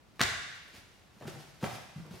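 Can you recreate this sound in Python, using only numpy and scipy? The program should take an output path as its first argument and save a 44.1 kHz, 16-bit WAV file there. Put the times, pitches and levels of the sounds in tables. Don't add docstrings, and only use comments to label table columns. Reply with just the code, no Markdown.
import sys
import numpy as np
from scipy import signal
from scipy.fft import rfft, irfft, next_fast_len
from scipy.io import wavfile
from scipy.ndimage import map_coordinates

SR = 44100
rng = np.random.default_rng(int(sys.argv[2]) if len(sys.argv) > 2 else 0)


def wav_record(signal):
    frames = np.transpose(np.atleast_2d(signal))
    bounded = np.clip(frames, -1, 1)
    quanta = np.round(bounded * 32767).astype(np.int16)
    wavfile.write(sys.argv[1], SR, quanta)


N = 97020


def amp(db):
    return 10 ** (np.asarray(db) / 20)


def unit(x):
    return x / np.sqrt(np.mean(x ** 2) + 1e-20)


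def along(points, hz):
    f, v = np.transpose(points)
    return np.interp(np.log(hz + 1), np.log(f + 1), v)


def coloured(x, gain):
    m = 2 * next_fast_len(x.shape[-1])
    hz = np.fft.rfftfreq(m, 1 / SR)
    cepstrum = irfft(np.log(np.maximum(gain(hz), 1e-6)))
    cepstrum[1:m // 2] *= 2
    cepstrum[m // 2 + 1:] = 0
    response = np.exp(rfft(cepstrum))
    return irfft(rfft(x, m) * response, m)[..., :x.shape[-1]]


def shaped(x, colour):
    return coloured(x, lambda hz: amp(along(colour, hz)))


def add(track, s, sound):
    part = track[round(s * SR):][:len(sound)]
    part += sound[:len(part)]


# (frequency [Hz], side over mid [dB])
WIDTH = [(50, -24), (130, 1.5), (300, -4.5), (1000, -2.5), (2500, -2.5), (7000, -1.5), (14000, -4)]


def spread(pair):
    side = shaped(pair[1], WIDTH)
    return np.array([pair[0] + side, pair[0] - side])


# (frequency [Hz], 60 dB decay time [s])
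REVERB_TIME = [(60, 0.71), (160, 1.05), (450, 0.53), (1200, 1.03), (3000, 1.245), (6000, 1), (10000, 0.77),
               (15000, 0.42)]
# (frequency [Hz], relative echo level [dB])
REVERB_COLOUR = [(50, 2.5), (150, -10), (330, -7), (650, 2.5), (1150, -2.5), (1800, 1.5), (3000, -1),
                 (4200, -2.5), (7000, 0.5), (15000, -3.5)]
# (delay [s], relative left level [dB], relative right level [dB])
REFLECTIONS = [(.010, -15.5, -7), (.0125, -11, -51.5), (.019, -27, -8.5), (.0218, -3, -37),
               (.0238, -39, -26)]
# (frequency [Hz], gain [dB])
REFLECTION_COLOUR = [(100, -2), (1500, -4.5), (6500, 2), (14000, -0.5)]


def gym(x, echo_db, build_s=0.0037):
    hz, t, noise = signal.stft(rng.standard_normal((2, SR)), SR, nperseg=256)
    t60 = along(REVERB_TIME, hz)[:, None]
    decay_db = along(REVERB_COLOUR, hz)[:, None] - 60 * t / t60
    gain = amp(decay_db) * np.sqrt(np.log(1e6) / (t60 * SR))
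    width = amp(np.outer([0, 1], along(WIDTH, hz)))[:, :, None]
    mid, side = signal.istft(noise * gain * width, SR, nperseg=256)[1]
    build_up = 1 - np.exp(-(np.arange(len(mid)) / SR / build_s) ** 2)
    response = np.array([mid + side, mid - side]) * build_up
    mirrored = shaped(np.eye(1, SR // 100)[0], REFLECTION_COLOUR)
    for delay, *sides_db in REFLECTIONS:
        for channel, db in zip(response, sides_db):
            add(channel, delay, amp(db) * mirrored)
    echoes = signal.fftconvolve(x[None], response, axes=1)[:, :N]
    return x + amp(echo_db) * echoes


# (frequency [Hz], gain [dB])
RUMBLE_COLOUR = [(20, -15), (35, -4), (50, -4), (95, -3), (180, -6.5), (350, -12), (1000, -16.5),
                 (4000, -26), (15000, -41.5)]


def rumble(level_db=-61.5):
    air = shaped(rng.standard_normal((2, N)), RUMBLE_COLOUR)
    return amp(level_db) * unit(spread(air))


# (time [s], level [dB])
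RUB_LEVEL = [(0, -85), (.17, -68.5), (.68, -68), (.765, -56.5), (.82, -71.5), (1.1, -74.5), (1.18, -66),
             (1.264, -64.5), (1.277, -49.5), (1.31, -59.5), (1.46, -61.5), (1.56, -72), (1.66, -51),
             (1.8, -56.5), (1.88, -68.5), (2.09, -66), (2.14, -58), (2.175, -56.5), (2.2, -58)]
# (frequency [Hz], gain [dB])
RUB_COLOUR = [(80, -19), (250, 6), (700, 2), (1500, -1), (2700, 0.5), (5000, -1.5), (8000, -9.5),
              (12000, -10.5), (16000, -19.5)]


def cloth(fibres_per_s=2500, fibre_db=-3, flutter_db=2.5, flutter_rate_hz=45):
    t = np.arange(N) / SR
    is_snag = rng.random(N) < fibres_per_s / SR
    snags = is_snag * rng.standard_normal(N) * np.exp(0.62 * rng.standard_normal(N))
    hiss = rng.standard_normal(N)
    rub = unit(shaped(hiss + amp(fibre_db) * unit(snags), RUB_COLOUR))
    flutter = map_coordinates(rng.standard_normal(N // 100), [t * flutter_rate_hz])
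    level_db = np.interp(t, *np.transpose(RUB_LEVEL)) + flutter_db * flutter
    return gym(rub * amp(level_db), echo_db=-1.5)


def contact(row, colour, rise_s, rough):
    s, db, t60, bright_hz = row
    out, t = np.zeros(N), np.arange(SR // 4) / SR
    envelope = amp(-60 * t / t60) * (1 - np.exp(-t / rise_s))
    grain = np.exp(rough * rng.standard_normal(len(t)))
    crush = rng.standard_normal(len(t)) * grain * envelope
    burst = coloured(crush, lambda hz: amp(along(colour, hz)) / (1 + (hz / bright_hz) ** 2) ** 0.79)
    add(out, s, amp(db) * unit(burst) * np.sqrt(2 * np.mean(envelope ** 2)))
    return out


# (time [s], relative level [dB], 60 dB decay time [s], brightness [Hz])
SLAP_CONTACTS = [(0.1939, -33.5, 0.045, 2940), (.1995, -41.5, 0.15, 2820), (0.2063, -20, 0.02, 1910),
                 (0.2121, -17.5, 0.016, 4000)]
# (frequency [Hz], gain [dB])
SLAP_SPECTRUM = [(40, -6), (120, -1.5), (330, -1.5), (600, -3), (1100, 3), (2000, 2), (3000, -1.5),
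                 (3900, 1), (7000, -6), (15000, -5.5)]
# (time [s], peak of the direct sound [dB])
AIR_BURSTS = [(.2151, -7.5), (.2158, -10)]
# (frequency [Hz], gain [dB])
AIR_BURST_COLOUR = [(60, -12), (500, -2), (1100, 0.5), (2000, -4), (3800, 1.5), (5000, 0.5), (7000, -4),
                    (10000, -12.5), (15000, -27.5)]


def slap():
    out = np.zeros((2, N))
    for row in SLAP_CONTACTS:
        out += gym(contact(row, SLAP_SPECTRUM, rise_s=0.00054, rough=0.17), echo_db=1.1)
    snap = shaped(np.eye(1, SR // 20)[0], AIR_BURST_COLOUR)
    snap /= np.abs(snap).max()
    for s, db in AIR_BURSTS:
        crack = np.zeros(N)
        add(crack, s, amp(db) * snap)
        out += gym(crack, echo_db=-0.5)
    return out


# (time [s], relative level [dB], pitch [Hz], 60 dB decay time [s], thud rms relative to tone amplitude [dB])
BODY_THUMPS = [(0.2084, -17.5, 119, 0.043, -7), (.74, -51.5, 220, .06, -5), (.777, -50, 90.3, .08, -6),
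               (1.165, -48, 199.2, 0.064, -7), (1.252, -35.5, 236, 0.065, -5.5),
               (1.269, -31, 149, 0.081, -20), (1.279, -29.5, 373, 0.059, -17),
               (1.34, -38, 140.9, 0.21, -12), (1.629, -27.5, 197.4, 0.085, -8.5),
               (1.959, -31, 155, 0.093, -22), (1.98, -28, 167, .04, -21), (1.998, -35, 163, 0.059, -15),
               (2.107, -36, 181, 0.083, -13), (2.135, -44.5, 82.7, 0.13, -19)]
# (frequency [Hz], gain [dB])
THUD_SPECTRUM = [(25, -29), (50, -30), (100, -9.5), (250, 6), (500, -9.5), (1500, -5), (6000, -90)]


def thumps(rise_s=0.0029):
    out, t = np.zeros(N), np.arange(SR // 3) / SR
    for s, db, hz, t60, thud_db in BODY_THUMPS:
        thud = amp(thud_db) * unit(shaped(rng.standard_normal(len(t)), THUD_SPECTRUM))
        tone = np.sin(2 * np.pi * hz * t)
        envelope = amp(db - 60 * t / t60) * (1 - np.exp(-t / rise_s))
        add(out, s, envelope * (tone + thud))
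    return gym(out, echo_db=-3)


# (time [s], relative level [dB], 60 dB decay time [s], brightness [Hz])
LIMB_PATS = [(1.209, -43.5, 0.061, 500), (1.221, -43, 0.051, 790), (1.273, -45.5, .11, 1500),
             (1.35, -47, 0.062, 690), (1.614, -47.5, 0.044, 2000), (1.626, -30, 0.061, 800),
             (1.638, -28.5, 0.048, 1620), (1.649, -35, 0.032, 550), (1.661, -37, 0.033, 1020),
             (2.045, -55, 0.31, 600), (2.136, -47, 0.095, 493)]
# (frequency [Hz], gain [dB])
PAT_SPECTRUM = [(40, -30), (110, 0.5), (200, -4.5), (330, -2.5), (520, -2.5), (1200, -4), (2200, -5.5),
                (5000, -4), (14000, -2.5)]


def pats():
    return sum(gym(contact(row, PAT_SPECTRUM, rise_s=0.0022, rough=0.68), echo_db=0.56) for row in LIMB_PATS)


def scene():
    return rumble() + cloth() + slap() + thumps() + pats()


def record(dry, low_cut_hz=42, top_hz=15850):
    dry = signal.sosfilt(signal.butter(4, low_cut_hz, "highpass", fs=SR, output="sos"), dry)
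    m = next_fast_len(N + SR // 2)
    in_band = np.fft.rfftfreq(m, 1 / SR) < top_hz
    return irfft(rfft(dry, m) * in_band, m)[:, :N]


dry = scene()
out = record(dry)
wav_record(out)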